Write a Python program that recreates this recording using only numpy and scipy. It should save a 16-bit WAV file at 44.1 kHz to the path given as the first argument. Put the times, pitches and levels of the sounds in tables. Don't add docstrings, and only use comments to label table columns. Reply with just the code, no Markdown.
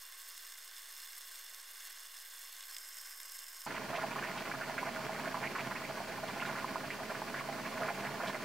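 import sys
import numpy as np
from scipy import signal
from scipy.fft import rfft, irfft
from scipy.io import wavfile
from scipy.ndimage import uniform_filter1d

SR = 44100
rng = np.random.default_rng(int(sys.argv[2]) if len(sys.argv) > 2 else 0)


def to_wav(s):
    ch = np.atleast_2d(s).T
    pcm = np.round(np.clip(ch, -1, 1) * 32767)
    wavfile.write(sys.argv[1], SR, pcm.astype(np.int16))


N = 372204
TIME = np.arange(N) / SR
BOIL_START_S = 3.662


def from_db(db):
    return 10 ** (np.asarray(db) / 20)


def rms_one(x):
    return x / np.sqrt(np.mean(x ** 2) + 1e-20)


def at_hz(points, hz):
    f, value = np.transpose(points)
    return np.interp(np.log(np.maximum(hz, 1)), np.log(f), value)


def pan(left_db):
    return from_db(np.array([[left_db], [-left_db]]) / 2)


def drift(rate_hz):
    r = np.exp(-40 * np.pi * rate_hz / SR)
    slow = signal.lfilter([1], [1, -2 * r, r * r], rng.standard_normal(N // 20 + 2002))[2000:]
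    return np.interp(np.arange(N) / 20, np.arange(len(slow)), rms_one(slow))


def pops(per_s, spread_db):
    sizes = from_db(spread_db * np.minimum(rng.exponential(1, N), 4))
    return rms_one((rng.random(N) < per_s / SR) * sizes * rng.choice([-1, 1], N))


def colour(x, spectrum, size=8192):
    gain = from_db(at_hz(spectrum, np.arange(size // 2 + 1) * SR / size))
    cepstrum = irfft(np.log(gain))
    cepstrum[1:size // 2] *= 2
    cepstrum[size // 2 + 1:] = 0
    return signal.fftconvolve(x, irfft(np.exp(rfft(cepstrum))))[:N]


def resonance(x, hz, width_hz):
    r = np.exp(-np.pi * width_hz / SR)
    feedback = [1, -2 * r * np.cos(2 * np.pi * hz / SR), r * r]
    return signal.lfilter(np.array([1, 0, -1]) * (1 - r * r) / 2, feedback, x + 1e-18)


def peak(x, hz, width_hz, db):
    return x + (from_db(db) - 1) * resonance(x, hz, width_hz)


def grains(sizes, per_s, spread_db, cycles, clump_db, clump_hz, count=25):
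    clicks, band = pops(per_s, spread_db), rng.integers(0, count, N)
    out = 0
    for k, hz in enumerate(np.geomspace(sizes[0][0], sizes[-1][0], count)):
        if k % 5 == 0:
            clump = from_db(clump_db * 2 * np.tanh(drift(clump_hz) / 2))
        width_hz = np.log(1000) / np.pi * hz / cycles
        ring = resonance(clicks * clump * (band == k), hz, width_hz)
        out = out + from_db(at_hz(sizes, hz)) / np.sqrt(hz) * ring
    return rms_one(out)


# frequency in Hz, correlation from 0 to 1.
LIKENESS = [(60, 0.6), (150, 0.21), (1400, 1), (3100, 0.27), (5000, 0.55), (8000, 0.079), (15000, 0.042)]
def wide_grains(spectrum, per_s, spread_db):
    hz, db = np.transpose(spectrum)
    alike = np.clip(at_hz(LIKENESS, hz), 0, .98)
    mid = colour(pops(per_s, spread_db), np.c_[hz, db + 10 * np.log10(1 + alike)])
    side = colour(rng.standard_normal(N), np.c_[hz, db + 10 * np.log10(1 - alike)])
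    return rms_one(mid + side * [[1], [-1]])


def kitchen(x, t60_s, wet_db):
    t = np.arange(SR // 2) / SR
    response = rng.standard_normal((2, len(t))) * from_db(-60 * t / t60_s) * (t > .004)
    response *= from_db(wet_db) / np.sqrt(np.sum(response ** 2) / 2)
    return x + signal.fftconvolve(x[None], response, axes=1)[:, :N]


# frequency in Hz, relative level in dB.
ROOM_RUMBLE = [(20, -2), (55, 0), (90, -6), (120, -26), (300, -50)]
def room_tone():
    return from_db(-96) * wide_grains(ROOM_RUMBLE, per_s=20000, spread_db=0)


def hum(hz, level_db):
    return from_db(level_db) * np.sqrt(2) * np.sin(2 * np.pi * hz * TIME)


# pitch in Hz, relative level in dB.
CRACKLE_SIZES = [(2000, -11), (4000, -7.5), (5500, -1), (8000, 1), (11000, 4.5), (13500, 5), (15800, 7)]
def crackles(level_db, rise_db_per_s, spurt_db):
    crackle = grains(CRACKLE_SIZES, per_s=5500, spread_db=2.0, cycles=6.8, clump_db=4.5, clump_hz=180)
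    return from_db(level_db + rise_db_per_s * TIME + spurt_db * drift(16)) * crackle


# start in seconds, relative level in dB, decay in seconds, ping in Hz.
SPITS = [(0.378, 9, .0012, 9000), (0.781, 7.5, .0014, 8700), (0.939, 5, .0012, 11000),
         (1.357, 6, .0013, 8000), (1.412, 7, .0012, 12000), (2.201, 7, .0012, 7900),
         (2.42, 5, .0014, 11200), (2.746, 4.5, 0.0054, 5100), (2.7657, 11, 0.0035, 3330),
         (2.784, 11, .0008, 7700), (2.889, 7, .0014, 13500), (3.013, 7.5, 0.0014, 12000),
         (3.202, 7.5, .0013, 8300), (3.39, 11, .0014, 7000), (3.441, 10, .0011, 10500),
         (3.531, 4, .001, 8100), (3.56, 5, 0.00089, 7800), (3.618, 11, 0.001, 8000)]
def spitting(ping_db, ping_q):
    spits, age = np.zeros(N), np.arange(SR // 20) / SR
    for start, db, decay, hz in SPITS:
        flash = np.exp(-age / decay) * rng.standard_normal(len(age))
        spits[int(start * SR):][:len(age)] += from_db(db) * peak(flash, hz, hz / ping_q, ping_db)
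    bright = signal.sosfilt(signal.butter(4, 2400, "high", fs=SR, output="sos"), spits)
    return peak(bright, hz=2810, width_hz=58, db=4)


# pitch in Hz, width in Hz, lift in dB while mild, lift in dB once sharp.
SIZZLE_PEAKS = [(1090, 73, 11, 11.5), (1566, 95, 8, 10.5), (1800, 370, 6.5, 4.5), (2090, 100, 5.5, 6.5),
                (2820, 100, 10, 8.5), (3120, 70, 2, 6.5), (3470, 177, 11, 4.5), (3610, 89, 2.5, 5),
                (4300, 150, 8.5, 4.5), (4690, 42, 4.5, 2), (5080, 90, 8.5, 13), (5340, 200, 10.5, 10.5),
                (5600, 65, 4.5, 6), (6400, 130, 8, 6.5), (6680, 180, 3, 5.5), (7230, 110, 2.5, 1.5),
                (7600, 140, 0, 4.5), (8100, 220, 4, 3.5), (8430, 160, 1, 2.5), (11430, 380, 6, 6),
                (12080, 260, 3.5, 5.5), (13200, 590, 4.5, 3), (14600, 600, 6.5, 7.5), (15400, 250, 5, 2)]
def ringing_peaks(clicks, sharpen_at_s, sharpen_s):
    sharp = np.clip((TIME - sharpen_at_s) / sharpen_s, 0, 1)
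    for hz, width, mild_db, sharp_db in SIZZLE_PEAKS:
        clicks = peak(clicks, hz, width, mild_db + sharp * (sharp_db - mild_db))
    return clicks


# frequency in Hz, relative level in dB.
SIZZLE_COLOUR = [(100, -64), (200, -23.5), (400, -12), (600, -7), (800, -6), (1100, -4), (1900, -2),
                 (2500, -6.5), (4000, -6.5), (6000, -8.5), (8500, -3), (10500, -8.5), (13000, -9),
                 (15500, -10.5)]
WASH_COLOUR = [(100, -30), (250, -11), (600, 0.5), (1700, 8.5), (5000, 0), (15000, -1.0)]
# time in seconds, level in dB.
SIZZLE_LEVEL = [(0, -52), (.25, -51.5), (.37, -50.5), (.48, -51.8), (.9, -51), (1.0, -50.5), (1.45, -50.5),
                (1.7, -51.5), (1.85, -49.5), (1.96, -51), (2.6, -50.5), (3.2, -50), (3.64, -51)]
def sizzle(flutter_db, wash_db):
    clicks = crackles(level_db=4.0, rise_db_per_s=0.08, spurt_db=0.74) + pops(16000, spread_db=2.0)
    clicks = rms_one(clicks * from_db(flutter_db * drift(120))) + spitting(ping_db=7.5, ping_q=2.4)
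    direct = colour(ringing_peaks(clicks, sharpen_at_s=2.66, sharpen_s=0.14), SIZZLE_COLOUR)
    direct /= np.std(direct[TIME < BOIL_START_S])
    wash = from_db(wash_db) * rms_one(colour(rng.standard_normal(N), WASH_COLOUR))
    level = from_db(np.interp(TIME, *np.transpose(SIZZLE_LEVEL)))
    return level * (direct + wash * [[1], [-1]]) * pan(-1.96)


# frequency in Hz, relative level in dB.
BROTH_RUMBLE = [(25, -33), (38, -6), (50, -1.5), (90, 3.5), (160, 3.5), (300, 9), (600, 3), (1200, -26)]
def rumble():
    return from_db(-53.5) * wide_grains(BROTH_RUMBLE, per_s=2500, spread_db=1.5)


# frequency in Hz, relative level in dB.
FOAM_FIZZ = [(1000, -8.5), (2500, 3.5), (3150, 2), (3700, -1.5), (4400, 3.5), (5500, -1), (7000, -4),
             (9000, -6.5), (12000, -9), (15500, -7)]
def fizz(surge_db):
    return from_db(-50.5 + 0.17 * surge_db) * wide_grains(FOAM_FIZZ, per_s=20000, spread_db=1.5)


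# pitch in Hz, width in Hz, relative level in dB.
WOK_MODES = [(136.2, 12.9, 0), (194.6, 17.5, 2.2), (228.5, 33, 0), (265, 20.4, 1), (352, 15, -2.2),
             (389, 17, -5), (432.4, 15, -0.8), (540, 30, -6), (637, 25.5, 2.5), (677.6, 38, -1),
             (804, 39, -5), (1041, 70, -5.5)]
def churn(surge_db):
    knocks = pops(per_s=1500, spread_db=2.0)
    body = sum((-1) ** k * from_db(db) * resonance(knocks, hz, width)
               for k, (hz, width, db) in enumerate(WOK_MODES))
    return from_db(-46.5 + 0.83 * surge_db) * rms_one(body)


# start in seconds, level in dB.
SPATTERS = [(3.955, -45), (4.375, -45.5), (5.598, -47), (6.278, -45), (6.45, -45), (8.27, -42)]
def spatter(hz, width_hz, attack_s, decay_s):
    force = 0
    for start, db in SPATTERS:
        age = np.maximum(TIME - start, 0)
        force = force + from_db(db) * (1 - np.exp(-age / attack_s)) * np.exp(-age / decay_s)
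    crackle = resonance(pops(per_s=4000, spread_db=-4.0), hz, width_hz)
    return force * rms_one(resonance(crackle, hz, width_hz))


# frequency in Hz, width in Hz, gain in dB.
BOWL = [(646, 9.7, 10), (689, 25, 7.5), (748, 53, -10.5), (800, 23, 3), (1044, 48, 1.5), (1340, 170, -3.5),
        (1422, 45, 6), (1494, 13, 5.5), (1660, 65, 4), (1790, 36, 5), (2060, 100, 3.5), (2328, 36, 7),
        (2900, 54, -2)]
def bowl(x):
    for hz, width, db in BOWL:
        x = peak(x, hz, width, db)
    return x


# pitch in Hz, relative level in dB.
BUBBLE_SIZES = [(450, -17.5), (800, -5.5), (1100, -2), (1500, -3.5), (2300, -5), (2800, -11.5), (3400, -16)]
def small_bubbles(strength_db):
    plops = grains(BUBBLE_SIZES, per_s=2400, spread_db=1.5, cycles=16.0, clump_db=1.0, clump_hz=51)
    return bowl(from_db(strength_db + 1.23) * plops)


# frequency in Hz, relative level in dB.
SPRAY = [(800, -13), (2200, 10), (2700, 14), (3200, -1), (4500, -12), (6000, -19), (12000, -34)]
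def splash(plops, level_db):
    bright = resonance(plops, hz=2000, width_hz=900)
    force = np.sqrt(np.abs(uniform_filter1d(bright ** 2, size=SR // 200)))
    return from_db(level_db) * force * rms_one(colour(pops(per_s=1500, spread_db=3.0), SPRAY))


def bubble(turns, cycles, rise):
    swell = (1 - np.exp(-turns ** 2)) * from_db(-60 * turns / cycles)
    return swell * np.sin(2 * np.pi * turns * (1 + rise * turns / cycles))


# start in seconds, level in dB, first and last pitch in Hz, length in seconds.
GURGLES = [(3.752, -47, 1800, 2600, .032), (3.95, -44.5, 2060, 2730, 0.027),
           (4.238, -47, 1710, 2310, 0.038), (4.618, -47, 1700, 1890, 0.023), (4.787, -46, 2120, 2550, .018),
           (4.868, -47, 1750, 2150, .03), (5.441, -41.5, 1590, 2420, 0.039), (5.6, -46, 1790, 2300, 0.012),
           (5.754, -44, 1930, 2280, 0.022), (5.817, -46.5, 1450, 2580, 0.038),
           (6.907, -48, 1950, 2500, 0.03), (7.36, -44.5, 1640, 2440, 0.044),
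           (7.651, -45, 1970, 2280, 0.021), (7.817, -41, 1190, 1500, 0.019),
           (8.048, -47, 1460, 2280, 0.024)]
def gurgles(cycles, scatter, count=16):
    out, t = np.zeros(N + SR), np.arange(SR // 8) / SR
    chance = rng.random((len(GURGLES), 4, count))
    for (start, db, low_hz, high_hz, length), (when, size, sign, place) in zip(GURGLES, chance):
        share = (np.arange(count) + when) / count
        pitch = low_hz * (high_hz / low_hz) ** share * np.exp(scatter * (2 * place - 1))
        height = from_db(-9 * size) * np.sign(sign - .5)
        turns = np.maximum(t - length * share[:, None], 0) * pitch[:, None]
        run = height @ bubble(turns, cycles, rise=0.065)
        out[int(start * SR):][:len(t)] += from_db(db) * run / np.std(run[:int(length * SR)])
    return out[:N]


# start in seconds, level in dB, pitch in Hz, length in seconds.
BURSTS = [(3.664, -39.5, 905, 0.016), (3.703, -42.5, 1390, 0.026), (3.739, -43.5, 1400, 0.048),
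          (3.819, -42.5, 880, 0.0097), (3.896, -47, 1000, 0.022), (3.927, -37.5, 1230, 0.03),
          (3.973, -39, 930, 0.03), (4.021, -35.5, 1010, 0.026), (4.106, -42, 1430, 0.035),
          (4.159, -37.5, 1000, 0.012), (4.177, -40, 1300, 0.022), (4.224, -39.5, 1200, 0.029),
          (4.283, -42.5, 970, 0.024), (4.353, -42.5, 1370, 0.045), (4.452, -43, 1400, 0.033),
          (4.5148, -35.3, 1520, 0.01), (4.539, -39.5, 1120, 0.016), (4.611, -39, 1520, 0.016),
          (4.632, -45, 1400, 0.018), (4.696, -40, 850, 0.014), (4.78, -35, 1540, 0.015),
          (4.829, -34.5, 950, 0.01), (4.855, -39.5, 1100, 0.037), (4.962, -39.5, 1620, 0.0097),
          (4.978, -50, 910, 0.035), (5.093, -37, 800, 0.013), (5.148, -42.5, 1160, 0.017),
          (5.181, -45.5, 1150, 0.03), (5.233, -41.5, 980, 0.056), (5.31, -44, 1090, 0.022),
          (5.343, -34.5, 1020, 0.014), (5.369, -39, 885, 0.013), (5.425, -38.5, 1220, 0.025),
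          (5.551, -36.5, 1320, 0.018), (5.577, -40.5, 1170, 0.041), (5.667, -45, 700, 0.011),
          (5.71, -39, 1190, 0.022), (5.75, -42, 1410, 0.025), (5.893, -39, 790, 0.02),
          (5.971, -42, 1030, 0.016), (6.003, -37, 730, 0.0093), (6.084, -47, 920, 0.072),
          (6.182, -43.5, 900, 0.018), (6.227, -38.5, 940, 0.028), (6.284, -42.5, 1210, 0.031),
          (6.358, -43.5, 930, 0.036), (6.396, -40, 1400, 0.041), (6.452, -38.5, 1480, 0.013),
          (6.481, -40.5, 1260, 0.026), (6.553, -40.5, 1220, 0.016), (6.575, -42, 1400, 0.022),
          (6.644, -32.5, 990, 0.0081), (6.674, -44, 1190, 0.028), (6.757, -34.5, 990, 0.011),
          (6.829, -42, 1120, 0.028), (6.904, -38.5, 1970, 0.012), (6.985, -42, 800, 0.026),
          (7.018, -45.5, 880, 0.028), (7.095, -38.5, 975, 0.026), (7.148, -42.5, 1400, 0.016),
          (7.218, -36.5, 890, 0.009), (7.342, -38, 1310, 0.017), (7.408, -41, 1090, 0.013),
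          (7.488, -37, 722, 0.014), (7.623, -51.5, 1440, 0.053), (7.772, -42, 1080, 0.013),
          (7.804, -38.5, 720, 0.02), (7.845, -40.5, 1190, 0.022), (7.881, -35, 1110, 0.027),
          (7.974, -45, 970, 0.024), (8.028, -41, 1120, 0.052), (8.09, -43, 1000, 0.01),
          (8.134, -42, 846, 0.03), (8.2, -38, 970, 0.019), (8.226, -40, 900, 0.04),
          (8.339, -39.5, 995, 0.031), (8.401, -44, 1040, 0.013)]
def bursts(trim_db, cycles, rise, scatter, lead, echo_s, echo_db, count=20):
    out, t = np.zeros(N + SR), np.arange(SR // 8) / SR
    chance = rng.random((len(BURSTS), 4, count))
    for (start, db, hz, length), (when, size, sign, place) in zip(BURSTS, chance):
        share = (np.arange(count) + when) / count
        born = share * length * .9
        spread = scatter * np.tanh((length / 0.02) ** 2)
        pitch = np.clip(hz * np.exp(spread * (2 * place - 1) + 0.24 * share), 600, 2700)
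        height = from_db(-12 * size) * np.sign(sign - .5)
        born[0], pitch[0], height[0] = 0, hz, lead * (0.012 / length) ** 2
        turns = np.maximum(t - born[:, None], 0) * pitch[:, None]
        burst = height @ bubble(turns, cycles, rise)
        delay = echo_s * (1 + 0.3 * (place[0] - .5))
        burst = bowl(burst + from_db(echo_db) * np.interp(t - delay, t, burst, left=0))
        out[int(start * SR):][:len(t)] += from_db(db + trim_db) * burst / np.std(burst[:int(length * SR)])
    return out[:N]


def lull(length_s):
    starts = np.sort([row[0] for row in BURSTS])
    wait = np.r_[starts, np.inf][np.searchsorted(starts, TIME)] - TIME
    return uniform_filter1d(np.exp(-wait / length_s), size=SR // 200)


# time in seconds, level in dB.
BOIL_LEVEL = [(3.7, -50.5), (4.1, -48.5), (4.35, -49), (4.9, -48.5), (5.9, -49.5), (6.7, -50), (7.3, -49.5),
              (7.95, -47.5), (8.44, -49)]
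def boil(wander_db, lull_db):
    strength_db = np.interp(TIME, *np.transpose(BOIL_LEVEL))
    strength_db += wander_db * drift(20) + lull_db * lull(length_s=0.044)
    surge_db = strength_db - np.mean(strength_db[TIME > BOIL_START_S])
    plops = bursts(trim_db=-1, cycles=11.9, rise=0.054, scatter=0.696, lead=3.2, echo_s=.0055, echo_db=-8.5)
    plops += gurgles(cycles=22, scatter=0.18)
    surface = plops + small_bubbles(strength_db) + splash(plops, level_db=-13.5)
    surface += spatter(hz=3180, width_hz=2200, attack_s=0.0031, decay_s=0.018)
    body = churn(surge_db)
    wide = fizz(surge_db) * pan(-0.27) + rumble() * pan(-1.1)
    return (wide + kitchen(surface, t60_s=0.27, wet_db=-15) * pan(-3.0)
            + kitchen(body, t60_s=0.082, wet_db=-15) * pan(-2.3))


def scene():
    boiling = np.clip((TIME - BOIL_START_S) / .002, 0, 1)
    sizzling = sizzle(flutter_db=1.07, wash_db=-14.0) + hum(hz=391, level_db=-89)
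    return room_tone() + (1 - boiling) * sizzling + boiling * boil(wander_db=1.72, lull_db=-1.0)


def record(dry):
    cutoff_hz, offset = 15750, -.0007
    return signal.sosfilt(signal.ellip(12, .1, 80, cutoff_hz, fs=SR, output="sos"), dry) + offset


dry = scene()
out = record(dry)
to_wav(out)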